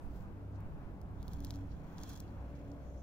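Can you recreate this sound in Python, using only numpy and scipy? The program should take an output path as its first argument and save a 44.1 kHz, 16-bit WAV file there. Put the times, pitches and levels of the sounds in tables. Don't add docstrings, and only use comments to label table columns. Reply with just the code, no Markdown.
import sys
import numpy as np
from scipy import signal
from scipy.fft import rfft, irfft
from scipy.io import wavfile
from scipy.ndimage import uniform_filter1d

SR = 44100
rng = np.random.default_rng(int(sys.argv[2]) if len(sys.argv) > 2 else 0)


def inscribe(sig):
    pcm = np.round(np.clip(np.atleast_2d(sig).T, -1, 1) * 32767)
    wavfile.write(sys.argv[1], SR, pcm.astype(np.int16))


N = 133182

BASS_PAN_DB = 0.05


def undb(db):
    return 10 ** (np.asarray(db) / 20)


def unit(x):
    return x / np.sqrt(np.mean(x ** 2))


def curve(rows):
    return np.interp(np.arange(N) / SR, *np.array(rows).T)


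def over_hz(rows, size=N):
    hz, value = np.array(rows).T
    return np.interp(np.log(np.fft.rfftfreq(size, 1 / SR) + 1), np.log(hz), value)


def noise(rows):
    white = rfft(rng.standard_normal(N))
    return unit(irfft(white * undb(over_hz(rows)), N))


def band(hz, width_hz):
    offset = 2 * (np.fft.rfftfreq(N, 1 / SR) - hz) / width_hz
    white = rfft(rng.standard_normal(N))
    return unit(irfft(white / (1 + offset ** 4), N))


def above(x, hz):
    f = np.fft.rfftfreq(N, 1 / SR) + 1
    return irfft(rfft(x) / (1 + (hz / f) ** 10), N)


def walk(rate):
    k = max(int(SR / rate), 2)
    steps = np.repeat(rng.standard_normal(N // k + 1), k)
    return unit(uniform_filter1d(uniform_filter1d(steps, k), k)[:N])


def pan(db):
    g = undb(np.array([db, -db]) / 2).reshape(2, -1)
    return g / np.sqrt(np.mean(g ** 2, axis=0))


def bell(middle, half):
    return np.exp(-np.square((np.arange(N) / SR - middle) / half))


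def click(rows, side=0, size=512):
    cross_hz = 8500
    f = np.fft.rfftfreq(size, 1 / SR) + 1
    split = 1e-3 + 1 / (1 + (cross_hz / f) ** (14 * side))
    gain = undb(over_hz(rows, size)) * split / (1 + (f / 16500) ** 30)
    cepstrum = irfft(np.log(gain))
    cepstrum[1:size // 2] *= 2
    cepstrum[size // 2 + 1:] = 0
    h = irfft(np.exp(rfft(cepstrum)))
    return h / np.sqrt(np.sum(h ** 2))


def at_ports(x):
    # frequency in Hz, left minus right in dB.
    port_tilt = [(7000, -0.5), (9000, 4.5), (11000, 11), (13500, 6)]
    lag_s = .00005
    spec = rfft(x) * pan(over_hz(port_tilt))
    spec[1] *= np.exp(-2j * np.pi * np.fft.rfftfreq(N, 1 / SR) * lag_s)
    return irfft(spec, N)


def scattered(pulse, hands_db, wall_db, size=2048):
    hands_decay_s, wall_decay_s = .0014, 0.0081
    cup_delay_s, cup_db, cup_pan_db = 0.001252, -10, -9
    t, paths = np.arange(size) / SR, np.zeros((2, size))
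    for db, decay in ((hands_db, hands_decay_s), (wall_db, wall_decay_s)):
        envelope = np.exp(-t / decay) * (1 - np.exp(-10 * t / decay))
        tail = rng.standard_normal((2, size)) * envelope
        paths += undb(db) * unit(tail) / np.sqrt(size)
    paths[:, 0] = 1
    bounce = int(cup_delay_s * SR * rng.uniform(.85, 1.15))
    paths[:, bounce] += undb(cup_db) * pan(cup_pan_db)[:, 0]
    return signal.fftconvolve(pulse[None], paths, axes=1)


def traffic():
    # frequency in Hz, relative level in dB per Hz.
    road_colour = [(15, -8.5), (55, 1.5), (80, -3), (120, -5), (170, -3), (260, -10), (400, -13.5),
                   (700, -16.5), (1050, -20), (1250, -23), (1550, -27), (1850, -33), (2600, -36.5),
                   (3200, -45.5), (5000, -55.5), (8000, -70), (16000, -66)]
    # frequency in Hz, coherence.
    likeness = [(20, 0.43), (60, 0.84), (130, 1), (290, 0.68), (640, 0.76), (1100, 0.71), (1500, 0.35),
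                (2700, 0.53), (6000, 0.12), (16000, 0.045)]
    # frequency in Hz, phase in radians.
    left_lead = [(300, 0), (860, 0.45), (1210, 1.9), (1550, 0.89), (2600, 2.37)]
    # time in seconds, gain in dB.
    wash_level = [(0, -0.5), (.28, 1), (.48, -.5), (1.02, 1.5), (1.14, -0.5), (1.5, 1), (1.75, 0), (2.0, 3),
                  (2.2, -1), (2.38, 1.5), (2.8, -2.5)]
    traffic_db, traffic_pan_db = -50.5, 2
    wash_hz, flutter_db, flutter_rate = 734, 1.3, 10.32
    alike = np.clip(over_hz(likeness), -.99, .99)
    mid = rfft(noise(road_colour)) * np.sqrt(1 + alike)
    side = rfft(noise(road_colour)) * np.sqrt(1 - alike)
    pair = np.array([mid + side, (mid - side) * np.exp(-1j * over_hz(left_lead))])
    lean = pan(over_hz([(200, BASS_PAN_DB), (380, traffic_pan_db)]))
    roar = unit(irfft(pair * lean, N))
    wash, upper = above(roar, wash_hz), above(roar, 2 * wash_hz)
    uneven = sum(part * undb(curve(wash_level) + flutter_db * walk(flutter_rate))
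                 for part in (wash - upper, upper))
    return undb(traffic_db) * (roar - wash + uneven)


def tones(rows, waver, flutter_db):
    out = 0
    for hz, db in rows:
        turns = np.cumsum(hz * (1 + waver * walk(14))) / SR + rng.random()
        fluttering = np.sin(2 * np.pi * turns) * undb(flutter_db * walk(14))
        out = out + undb(db) * unit(fluttering)
    return out


def engines():
    # frequency in Hz, level before the swell in dB.
    drone_tones = [(140, -60.5), (171, -63), (200, -65.5), (246, -69.5), (324, -67.5), (383, -77.5)]
    # time in seconds, gain in dB.
    drone_swell = [(0, -4), (.45, -0.5), (.9, 0.5), (1.25, -0.5), (1.58, 4.5), (1.92, -2.5), (2.15, -1.5),
                   (2.7, -2), (3.02, -6)]
    # time in seconds, level in dB.
    thrum_level = [(0, -60.5), (.42, -52.5), (.95, -61.5), (1.35, -51.5), (1.65, -52.5), (2.05, -61),
                   (2.45, -47), (2.7, -52.5), (3.02, -48.5)]
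    # time in seconds, level in dB.
    hum_level = [(0, -62), (.28, -57.5), (.45, -49.5), (.7, -52), (1.15, -54.5), (1.6, -47), (1.9, -59.5),
                 (2.3, -50), (2.55, -59.5), (3.02, -57)]
    # time in seconds, level of its stronger pitch in dB.
    throb_level = [(0, -63.5), (.16, -63.5), (.45, -62.5), (1.28, -63), (1.58, -52.5), (1.88, -62),
                   (2.15, -58), (2.45, -60), (2.71, -55.5), (2.85, -66)]
    # frequency in Hz, full level in dB, start of its rise in seconds.
    whine_tones = [(519, -68, 2.22), (565.5, -65.5, 2.14), (584, -67, 2.23), (650, -70, 2.52),
                   (698, -71, 2.53)]
    thrum_hz, hum_hz, whine_rise_s = 63.86, 97.8, 0.21
    throb_hz, beat_hz, beat_db = 282.4, 6.6, -5
    throb_pair = [(throb_hz, 0), (throb_hz + beat_hz, beat_db)]
    parts = ((drone_tones, drone_swell), ([(thrum_hz, 0)], thrum_level),
             ([(hum_hz, 0)], hum_level), (throb_pair, throb_level))
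    drone = sum(tones(rows, waver=0.00768, flutter_db=3) * undb(curve(level)) for rows, level in parts)
    whine = 0
    for hz, db, start in whine_tones:
        rise = np.clip((np.arange(N) / SR - start) / whine_rise_s, 0, 1)
        whine = whine + tones([(hz, db)], waver=0.01395, flutter_db=1) * rise
    return pan(BASS_PAN_DB) * drone + whine


def breeze(apart=0.74, pan_db=-5):
    # time in seconds, level in dB.
    gust_level = [(0, -42.5), (.08, -43.5), (.25, -50), (.58, -58.5), (.69, -42.5), (.8, -49), (1.1, -53),
                  (1.35, -45), (1.55, -52.5), (1.72, -47), (1.9, -52.5), (2.5, -55.5), (3.02, -57)]
    # frequency in Hz, relative level in dB.
    gust_colour = [(8, -5.5), (25, -7.5), (55, -5), (78, -12.5), (200, -32.5), (1000, -76)]
    gusts = noise(gust_colour) + apart * np.array([noise(gust_colour), noise(gust_colour)])
    return pan(pan_db) * unit(gusts) * undb(curve(gust_level))


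def fingers(grain_db=1.5, grain_rate=400, pan_db=-2):
    # middle in seconds, half length in seconds, level before the grain in dB,
    # centre in Hz, width in Hz.
    slides = [(0.038, 0.043, -78, 9060, 13000), (0.173, 0.079, -77, 5200, 6050),
              (0.174, 0.067, -76, 13900, 6000), (.555, .025, -80, 5500, 4500),
              (0.623, 0.085, -79, 2350, 1200), (0.772, 0.006, -89, 13000, 5000),
              (1.112, .008, -82, 13000, 5000), (1.203, 0.028, -78.5, 3600, 900),
              (1.3, .07, -77, 14200, 3500), (1.723, 0.026, -74, 4650, 3800),
              (1.923, 0.064, -82, 14100, 3500), (2.25, 0.019, -76, 2770, 400),
              (2.287, .012, -78, 4370, 1500), (2.525, 0.3, -79, 2370, 1200),
              (2.562, 0.013, -78, 5200, 3800), (2.597, .008, -82, 5000, 2500),
              (2.718, 0.0037, -73, 5600, 4000), (2.892, 0.06, -80.5, 6400, 1500),
              (2.998, 0.056, -77, 6330, 2020)]
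    # middle in seconds, half length in seconds, level in dB.
    rubs = [(.2, 0.11, -59), (.68, 0.068, -55), (1.32, 0.13, -51.5), (1.96, 0.07, -52.5)]
    slide = 0
    for middle, half, db, hz, width in slides:
        rustle = np.array([band(hz, width), band(hz, width)])
        slide = slide + undb(db) * bell(middle, half) * rustle
    grainy = slide * undb(grain_db * walk(grain_rate))
    rub_envelope = sum(undb(db) * bell(middle, half) for middle, half, db in rubs)
    return at_ports(pan(pan_db) * grainy) + rub_envelope * band(172, width_hz=99)


def fibres():
    # frequency in Hz, relative level in dB.
    pith_colour = [(600, -7), (1500, 3.5), (2200, -1), (2900, -3.5), (3400, 8), (3900, 0), (5000, 2.5),
                   (6900, 0), (8200, -10), (9800, -5), (11200, -10), (13200, -3.5), (15500, -4)]
    per_s, spread_db = 2000, 3.0
    breaks = (rng.random(N) < per_s / SR) * rng.choice([-1, 1], N)
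    sizes = undb(spread_db * np.minimum(rng.exponential(size=N), 5))
    return unit(signal.fftconvolve(breaks * sizes, click(pith_colour))[:N])


def pith(apart=1.3, jerk_db=1.66, jerk_rate=220, pan_db=-1.5):
    # time in seconds, level before the jerks in dB.
    tear_level = [(1.1, -99), (1.21, -78), (1.26, -77), (1.30, -70), (1.34, -70), (1.38, -75),
                  (1.46, -67.5), (1.52, -73), (1.55, -64.5), (1.58, -74), (1.66, -80), (1.86, -79.5),
                  (1.97, -74), (1.99, -65), (2.06, -65), (2.10, -61), (2.15, -62.5), (2.19, -69),
                  (2.22, -72), (2.27, -78), (2.38, -81)]
    crackle = fibres() + apart * np.array([fibres(), fibres()])
    paths = scattered(np.ones(1), hands_db=-5, wall_db=-14)
    crackle = unit(signal.fftconvolve(crackle, paths, axes=1)[:, :N])
    jerky = undb(curve(tear_level) + jerk_db * walk(jerk_rate))
    return at_ports(pan(pan_db) * crackle * jerky)


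def rind():
    # start in seconds, relative body level in dB, relative top level in dB,
    # pan left minus right in dB, ring of the flap in Hz.
    snaps = [(.6060, -56, -51, 0, 6000), (1.0155, -48.5, -43, -2.5, 5570), (1.2288, -40, -44, 3, 4250),
             (1.2808, -36.5, -37.5, -4, 3770), (1.3337, -40, -46, 0, 4500), (1.3352, -44, -38.5, 0, 5000),
             (1.341, -49, -52, 3, 5000), (1.4048, -41, -41.5, 5, 5500), (1.4376, -50, -49, 1, 5000),
             (1.448, -30, -29.5, 1.5, 4770), (1.4674, -45, -56, -2, 4500), (1.4697, -41, -57, -5, 4800),
             (1.5020, -48, -50, 8, 5000), (1.5067, -26.5, -39, 1.5, 4220), (1.5114, -49, -42, 7, 5500),
             (1.54, -44, -52, 0, 4000), (1.548, -48, -50, 0, 5000), (1.5586, -40.5, -44.5, 2, 5300),
             (1.9829, -36, -45, -5, 4700), (1.9874, -50, -48, -4, 5500), (2.0014, -48, -48, -2, 6000),
             (2.035, -30, -35, -1.5, 6060), (2.0926, -38.5, -37, 0, 6600), (2.097, -38, -37, -4, 6300),
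             (2.1008, -39, -42.5, 4.5, 6600), (2.116, -44, -52, -12, 5000), (2.1315, -42, -49, 3, 6000),
             (2.1343, -44, -42, 4, 5800), (2.1623, -39, -47, 4, 6600), (2.1752, -40, -41, -1, 5840),
             (2.1990, -45, -44, -3, 6000), (2.203, -32, -34, 4.5, 6300), (2.5535, -53, -66, -3, 4200),
             (2.7170, -47.5, -65, -14, 5230)]
    # frequency in Hz, relative level in dB.
    rind_colour = [(300, -29), (1000, 0), (1900, -5.5), (2850, -6), (3400, -.5), (4600, 0), (6900, 0.5),
                   (7600, 2.5), (8250, -6), (9700, -3.5), (11200, -8.5), (13200, -4.5), (15500, -9)]
    snap_db, flap_db, flap_octaves = 0.5, 9.5, 0.63
    out, top = np.zeros((2, N)), click(rind_colour, side=1)
    hz = np.geomspace(100, 20000, num=200)
    colour_hz, colour_db = np.array(rind_colour).T
    colour = np.interp(np.log(hz), np.log(colour_hz), colour_db)
    for start, body_db, top_db, pan_db, ring_hz in snaps:
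        flap = flap_db * np.exp(-np.square(np.log2(hz / ring_hz) / flap_octaves))
        body = click(np.column_stack([hz, colour + flap]), side=-0.86)
        snap = undb(body_db) * scattered(body, hands_db=-9, wall_db=-14)
        snap = snap + undb(top_db) * scattered(top, hands_db=-7, wall_db=-17)
        i = int(start * SR)
        out[:, i:i + snap.shape[1]] += undb(snap_db) * pan(pan_db) * snap
    return at_ports(out)


def scene():
    return traffic() + engines() + breeze() + fingers() + pith() + rind()


def record(dry):
    # frequency in Hz, relative level in dB.
    hiss_colour = [(1000, -1), (3000, 2), (6800, -4.5), (8200, -7.5), (10000, -6), (11200, -9.5),
                   (13000, -4), (15500, -7)]
    hiss_db, top_hz = -78.5, 15600
    hiss = undb(hiss_db) * np.array([noise(hiss_colour), noise(hiss_colour)])
    lowpass = signal.ellip(8, .2, 60, top_hz, fs=SR, output="sos")
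    return signal.sosfilt(lowpass, dry + hiss)


dry = scene()
out = record(dry)
inscribe(out)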